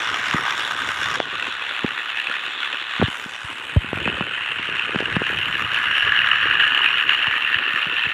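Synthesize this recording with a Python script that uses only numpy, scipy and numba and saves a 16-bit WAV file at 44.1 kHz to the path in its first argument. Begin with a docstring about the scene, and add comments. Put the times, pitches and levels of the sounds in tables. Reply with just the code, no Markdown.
"""Cardboard toy vehicle on concrete

A cardboard toy vehicle rolls over concrete, followed closely by a hand-held microphone.
Plastic gears rattle in bursts: random tooth contacts, loaded in step with two shafts, ring body resonances.
Hard knocks stand out of the rattle. Filtered noise makes the wheel rumble and one brief airy swish;
dying sines make the hand's bumps on the microphone housing."""
import sys
import numpy as np
from scipy import signal
from scipy.io import wavfile
from numba import njit

SR = 44100
rng = np.random.default_rng(int(sys.argv[2]) if len(sys.argv) > 2 else 0)


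def store_pcm(level_fs):
    """Save levels as 16-bit WAV."""
    pcm = np.round(np.clip(level_fs, -1, 1) * 32767).astype(np.int16)
    wavfile.write(sys.argv[1], SR, np.atleast_2d(pcm).T)


N = 358533


def from_db(db):
    """Decibels to gain."""
    return 10 ** (np.asarray(db) / 20)


def rms_one(x):
    """Scale to rms 1."""
    return x / np.sqrt(np.mean(x ** 2) + 1e-20)


def in_time(rows):
    """Columns of a curve after its time column, one value per sample."""
    knot_s, *columns = np.transpose(rows)
    return [np.interp(np.arange(N) / SR, knot_s, column) for column in columns]


def drift(rate_hz):
    """Slow chance: noise at every 16th sample through a double one-pole low-pass; spread 1."""
    settle = 3000
    r = np.exp(-2 * np.pi * rate_hz * 16 / SR)
    noise = rng.standard_normal(N // 16 + 2 + settle)
    slow = signal.lfilter([1], [1, -2 * r, r * r], noise)[settle:]
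    return np.interp(np.arange(N) / 16, np.arange(len(slow)), rms_one(slow - slow.mean()))


def band(x, low_hz, high_hz):
    """Butterworth band-pass."""
    return signal.sosfilt(signal.butter(2, [low_hz, high_hz], "band", fs=SR, output="sos"), x)


@njit
def two_pole(x, r, cos_w):
    """Resonator loop whose centre may change at every sample."""
    y = np.zeros_like(x)
    for i in range(2, len(x)):
        drive = (1 - r * r) / 2 * (x[i] - x[i - 2])
        y[i] = drive + 2 * r * cos_w[i] * y[i - 1] - r * r * y[i - 2]
    return y


def resonate(x, hz, width_hz):
    """A resonance rung twice, which keeps the valleys dark; hz is a number or one value per sample."""
    r = np.exp(-np.pi * 1.6 * width_hz / SR)  # each pass 1.6 times as wide: two passes narrow the peak
    cos_w = np.cos(2 * np.pi * hz / SR) * np.ones(N)
    return two_pole(two_pole(x, r, cos_w), r, cos_w)


def gears():
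    """Uneven tooth contacts ring every resonance of the body; each one flickers on its own."""
    # Resonances in groups, from the hull up to the fizz of the teeth.
    # Each row: centre in Hz or name of a sliding peak, nominal width in Hz, level within the group in dB.
    resonance_groups = [
        [(795, 580, -7), ("hull", 166, 0), (1048, 290, -3.5)],
        [(1447, 172, -1.2), ("box", 170, 0), (1836, 207, -3.5), (2124, 400, -4.5)],
        [(2545, 230, 0.045), ("gearbox", 165, 0), (2755, 245, -5), (2932, 235, -0.5)],
        [(3400, 280, 7.5), (3565, 530, 4), (4080, 130, -11.5), (4100, 240, -20)],
        [(4800, 600, -3), ("pinion", 110, -3.5), (5300, 500, -4), (5950, 450, -2)],
        [(6580, 220, -2.5), (6950, 180, -0.5), (7440, 580, 0)],
        [(8100, 350, -2), ("cover", 430, 0), (9000, 1200, -2.5)],
        [("axle", 610, 0), (10440, 940, 0)],
        [(11100, 430, -7), (11400, 1100, -3)],
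        [(12500, 1000, -2), (13600, 550, -6), (14400, 800, -5), (15200, 800, -13)],
    ]
    body_groups = 4  # the lower groups belong to the cardboard, which passes no treble
    treble_bite = 0.24  # the fizz of the teeth swells more steeply with load than the body does
    contacts_per_s = 9000

    level, groups_db, sliding_hz, focus_db = view()
    blow, swell = knocks()
    load_db = tooth_load(slow_db=3.0, fast_db=3.0, chance_db=0.5, surge_db=1.09)
    load = rms_one(from_db(load_db)) + swell / level  # the division keeps knocks free of the rattle level

    # four meshing points, one for each resonance of a group
    sizes = from_db(2.7 * np.minimum(rng.exponential(1, (4, N)), 5))
    sizes = sizes * rng.choice([-1, 1], (4, N))
    contacts = load * rms_one(sizes * (rng.random((4, N)) < contacts_per_s / SR))

    groups = []
    for g, (group, group_db) in enumerate(zip(resonance_groups, groups_db)):
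        if g < body_groups:
            struck = contacts + blow / level  # blunt blows reach only the body
        else:
            struck = contacts * load ** treble_bite
        push = from_db(1.28 * drift(100)) * struck
        rings, power = 0, 0
        for k, (hz, width_hz, ring_db) in enumerate(group):
            gain = from_db(ring_db + (hz in sliding_hz) * focus_db)
            ring = rms_one(resonate(push[k], sliding_hz.get(hz, hz), width_hz))
            flicker = from_db(1.8 * drift(9.1))
            rings = rings + gain * flicker * ring
            power = power + gain ** 2
        groups.append(from_db(group_db) * rms_one(rings / np.sqrt(power)))

    cardboard = signal.butter(8, 4150, fs=SR, output="sos")
    body = signal.sosfilt(cardboard, sum(groups[:body_groups]))
    return level * (body + sum(groups[body_groups:]))


def tooth_load(slow_db, fast_db, chance_db, surge_db):
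    """Each off-centre shaft presses the teeth together once a turn; play in the gears adds chance. In dB."""
    # Motor speed. Each row: time in seconds, slow shaft speed in turns per second.
    shaft_speed = [(0.0, 71.92), (0.5, 70.82), (1.0, 71.06), (1.5, 70.54), (2.0, 71.29), (2.5, 71.75),
                   (3.0, 72.77), (3.5, 72.41), (4.0, 71.66), (4.5, 71.71), (5.0, 72.47), (5.5, 72.82),
                   (6.0, 72.05), (6.5, 71.25), (7.0, 72.82), (7.5, 73.71), (8.0, 72.49), (8.13, 73.0)]
    gear_ratio = 1.5826  # the fast shaft is geared to the slow one
    slow_start_turns, fast_start_turns = -.29, .76
    snap = 0.25  # the teeth press together faster than they let go

    turned = 2 * np.pi * np.cumsum(in_time(shaft_speed)[0]) / SR
    slow = turned + 2 * np.pi * slow_start_turns
    fast = gear_ratio * turned + 2 * np.pi * fast_start_turns
    press = 0
    for db, turn in ((slow_db, slow), (fast_db, fast)):
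        press = press + db * (np.cos(turn) - snap * np.sin(2 * turn))
    depth = from_db(3.2 * np.tanh(drift(22)))
    return press * depth + chance_db * drift(74) + surge_db * drift(21)


def knocks():
    """A hard tooth knock is one blunt blow and a short swell of tooth load after it."""
    # Each row: time in seconds, relative strength in dB.
    knock_rows = [(0.4524, -14), (0.709, -4), (1.1396, -5), (1.663, -17), (1.9765, -13), (2.648, -17),
                  (3.0772, -6.5), (3.5838, -12), (4.0587, -13), (4.437, -8), (4.517, -8), (4.5865, -12),
                  (4.7568, -7), (5.1577, -3), (5.2663, -3), (5.553, -14), (5.8393, -7), (5.912, 0),
                  (5.9828, -15), (6.027, 0), (6.12, 3.5), (6.1636, 0), (6.2603, 0), (6.2711, 6.5),
                  (6.314, -4), (6.3314, -3), (6.4698, -9), (6.599, 5), (6.6092, 0), (6.695, -5),
                  (6.7476, 4), (6.7752, 6), (6.8598, 1), (7.0095, -8), (7.0925, 3), (7.19, -8),
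                  (7.2685, -1), (7.423, -9), (7.476, -6), (7.5443, -16), (7.5857, 0), (7.7326, -9),
                  (7.873, -9)]
    marks, t = np.zeros(N), np.arange(SR // 50) / SR
    for start_s, strength_db in knock_rows:
        marks[round(start_s * SR)] = from_db(strength_db)
    blow = signal.sosfilt(signal.butter(1, 5000, fs=SR, output="sos"), marks)
    swell_shape = t / 0.0013 * np.exp(1 - t / 0.0009)  # crests after 0.9 ms
    swell = signal.fftconvolve(marks, swell_shape)[:N]
    return from_db(4) * blow, from_db(-16.0) * swell


def view():
    """Distance and heading shape the rattle: level, group dB against it, sliding peaks in Hz, their focus dB."""
    # Rattle at the microphone; treble and top octave act only by their swing about the mean.
    # Each row: time in seconds, level in dB, treble level in dB, top octave level in dB.
    rattle_levels = [(0.0, -25, -42, -65), (0.406, -24.5, -43.5, -58), (0.946, -26.5, -44, -56),
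                     (1.16, -25, -42.5, -62), (1.185, -30, -48, -72), (1.225, -33, -50.5, -87),
                     (1.29, -27.5, -51, -74), (1.926, -27, -54, -65), (2.192, -25.5, -54, -69),
                     (2.856, -26, -53, -71), (3.06, -25.5, -53, -70), (3.1, -31.5, -49, -67),
                     (3.32, -34, -48.5, -79), (3.67, -33, -56.5, -61), (4.16, -27.5, -57.5, -72),
                     (4.54, -27, -55.5, -70), (4.74, -25, -53.5, -73), (5.2, -25, -53, -68),
                     (5.38, -24, -54, -56), (5.61, -22.5, -52, -58), (6.0, -19, -51, -61),
                     (6.41, -17.5, -53, -65), (7.2, -20, -54.5, -61), (7.48, -20.5, -57, -60),
                     (7.85, -21.5, -55.5, -63), (8.13, -23, -58, -64)]
    # Which way the vehicle points.
    # Each row: time in seconds, heading in degrees (0 nose to the microphone, 90 side on, 180 tail).
    heading_curve = [(0, 124), (1.17, 110), (1.24, 126), (3.06, 160), (3.11, 2), (4.5, 6.7), (5.5, 67),
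                     (7, 81), (8.13, 122)]
    # The strongest peak of six groups; five slide with heading and treble.
    # Each entry: base in Hz, Hz gained side on, Hz gained from behind, Hz gained per dB of treble swing.
    peak_slides = {"hull": (1240, 10, -30, 0), "box": (1630, 40, 50, -17), "gearbox": (2780, 60, -200, 10),
                   "cover": (7900, 1050, 100, -45), "axle": (9850, 620, 100, -20),
                   "pinion": (5545, 0, 0, 0)}
    # How each resonance group follows the view.
    # Each row: base level in dB, share of the swing of level, of treble, of top octave,
    # dB gained side on, dB gained from behind (lost nose on).
    group_follows = [(-33.5, 0.64, 0.5, 0.079, 0.27, 0), (-27, 1.04, 0.27, 0.03, -0.42, -1.26),
                     (-28, 1.06, -0.27, 0, 0.15, -1.4), (-37.5, 0, 0.33, 0.04, -0.64, 5),
                     (-56.5, 0, 1.22, 0, 1.5, 0.9), (-54.5, 0.044, 0.95, 0.1, -3, 1),
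                     (-57, -0.17, 0.58, 0.2, -2.5, -0.3), (-61, 0.25, 0.6, 0.3, -3, -1.2),
                     (-71, 0, 0.055, .7, 5.5, -1.2), (-69.5, 0, 0, 0.55, 0.5, 3)]

    level_db, treble_db, top_db = in_time(rattle_levels)
    heading = np.radians(in_time(heading_curve)[0])
    side, rear = np.sin(heading), -np.cos(heading)
    level_swing, treble_swing, top_swing = [db - db.mean() for db in (level_db, treble_db, top_db)]
    swings = np.array([level_swing, treble_swing, top_swing, side, rear])
    groups_db = [base_db + np.dot(shares, swings) - level_db for base_db, *shares in group_follows]
    slides = [side, np.maximum(rear, 0), treble_swing]
    sliding_hz = {name: hz + np.dot(gains_hz, slides) for name, (hz, *gains_hz) in peak_slides.items()}
    # the sliding peaks stand out more as the rattle gets loud and bright
    focus_db = 0.16 + 0.84 * level_swing + 0.16 * treble_swing
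    return from_db(level_db), groups_db, sliding_hz, focus_db


def wheels():
    """Wheels on rough ground: lumpy low noise from the tyres on the grit."""
    # Each row: time in seconds, deep rumble level in dB, drumming level in dB.
    roll_levels = [(0.0, -53, -38.5), (0.22, -43.5, -40), (0.65, -52.5, -44), (1.09, -43, -42.5),
                   (1.61, -59, -47.5), (2.45, -62.5, -50), (3.67, -58, -47.5), (3.89, -42.5, -50),
                   (4.07, -39.5, -33.5), (4.41, -52.5, -48.5), (5.12, -40, -41), (5.5, -42.5, -44.5),
                   (5.82, -47, -46), (6.34, -44.5, -46), (6.73, -51.5, -43), (7.13, -49, -42.5),
                   (7.67, -61, -45.5), (8.13, -50.5, -48)]
    deep_db, drum_db = in_time(roll_levels)
    lumps_db = 2.4 * drift(15.0)
    deep_noise = band(rng.standard_normal(N), 65, 170)
    deep = rms_one(deep_noise * from_db(lumps_db + 2.0 * drift(11)))
    drum_noise = band(rng.standard_normal(N), 235, 545)
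    drum = rms_one(drum_noise * from_db(1.36 * lumps_db + 3.2 * drift(55)))
    return from_db(deep_db) * deep + from_db(drum_db) * drum


def bumps():
    """A bump on the microphone housing is a tick on a dull thump; the deeper the thump, the slower it builds."""
    # Each row: start in seconds, thump in dB, thump pitch in Hz, cycles of ringing, tick in dB,
    # tick pitch in Hz; levels are before the filters.
    bump_rows = [ (0.344, 0.5, 187, 2.6, -12, 590), (0.357, -11, 260, 2.7, -22, 600),
                 (1.2020, 0, 644, 3.8, 8, 1440), (1.8434, -7, 400, 2.7, 1, 1300),
                 (1.8448, -1, 237, 4.4, -0.5, 626), (2.997, -3, 191, 3.1, -25, 600),
                 (3.0152, -8, 229, 8.9, 9, 1050), (3.0238, 1, 233, 3.7, 4, 600),
                 (3.0261, 6, 328, 2.7, -1, 1300), (3.0340, 0.5, 114, 4, -32, 600),
                 (3.0818, -7, 198, 2, -29, 600), (3.26, -18.5, 205, 3.7, -34, 600),
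                 (3.443, -10, 93, 2, -30, 600), (3.7616, -4.5, 230, 3.4, -29, 600),
                 (3.7642, 14, 84, 2.9, -8, 500), (3.7675, -15, 566, 9.7, -22, 900),
                 (3.844, -16, 230, 3.8, -8, 1210), (3.9310, 3, 320, 1.43, -3, 690),
                 (3.95, -15.5, 111, 4.2, -27, 600), (3.9717, -9, 183, 2.6, -5.5, 600),
                 (4.0609, -5, 240, 1.9, -27, 600), (4.0768, -11, 186, 7, 8.5, 1090),
                 (4.2085, -8, 187, 4.3, 5, 1110), (4.595, -12.5, 242, 1.8, -35, 600),
                 (4.69, -11.5, 404, 2, -31, 800), (4.8936, -16, 426, 5, -25, 800),
                 (4.947, -10, 387, 5.2, -22, 800), (4.9582, -6.5, 193, 4.8, 5.5, 1300),
                 (5.0039, -8.5, 410, 5.2, -1, 2200), (5.0247, -10.5, 332, 3.3, -24, 800),
                 (5.1656, -2.5, 178, 4.6, 7.5, 1310), (5.2183, -5, 387, 3.5, -2, 800),
                 (5.2999, -19.5, 440, 7.7, -27, 800), (5.329, -13, 370, 2.2, -18, 800),
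                 (5.639, -21.5, 113, 7.4, -30, 600), (6.037, -23, 81, 7.4, -32, 600),
                 (6.485, -17.5, 82, 2.7, -37, 600), (7.277, -14.5, 121, 2.9, -39, 596),
                 (7.557, -19.5, 102, 3.8, -34, 600), (7.739, -17, 160, 2, -32, 600),
                 (7.866, -20, 162, 5.5, -32, 600), (8.066, -17.5, 113, 3.7, -32, 594)]
    out, t = np.zeros(N + SR), np.arange(SR // 5) / SR
    for start_s, thump_db, thump_hz, cycles, tick_db, tick_hz in bump_rows:
        at = round(start_s * SR)
        thump = from_db(thump_db) * dying_sine(t, thump_hz, cycles, rise_s=45 / thump_hz ** 2)
        tick = from_db(tick_db) * dying_sine(t, tick_hz, 2.1, rise_s=0.25 / tick_hz)
        out[at:at + len(t)] += thump + tick
    return signal.sosfilt(signal.butter(1, 6000, fs=SR, output="sos"), out[:N])  # the housing dulls the edge


def dying_sine(t, hz, cycles, rise_s):
    """A ring that starts sharp and settles as the contact softens, 60 dB down after the given cycles."""
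    turns = hz * t * (1 + .25 * np.exp(-hz * t * 1.5))
    decay = from_db(-60 * hz * t / cycles)
    rise = 1 - np.exp(-(t / rise_s) ** 2)
    ring = np.sin(2 * np.pi * turns) * decay * rise
    # the housing springs back, so no deep bass
    return signal.sosfilt(signal.butter(2, .35 * hz, "high", fs=SR, output="sos"), ring)


def swish():
    """A brief thin hiss: high band noise that swells and fades."""
    start_s, attack_s, fade_db_per_s, level_db = 3.09, .11, 90, -60
    since_s = np.arange(N) / SR - start_s
    attack = np.clip(since_s / attack_s, 0, 1)
    fade = from_db(-fade_db_per_s * np.maximum(since_s - attack_s, 0))
    hiss = rms_one(band(rng.standard_normal(N), 12800, 15600))
    return attack * fade * from_db(level_db + 1.5 * drift(40)) * hiss


def scene():
    """Gears, wheels, bumps and swish at one microphone."""
    return (gears() + wheels() + bumps() + swish())[None]


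def record(dry):
    """The microphone loses the deepest bass and the top is cut."""
    stop_edge_hz, stop_db = 15850, 70
    thin = signal.sosfilt(signal.butter(3, 50, "high", fs=SR, output="sos"), dry)
    return signal.sosfilt(signal.cheby2(22, stop_db, stop_edge_hz, fs=SR, output="sos"), thin)


dry = scene()
out = record(dry)
store_pcm(out)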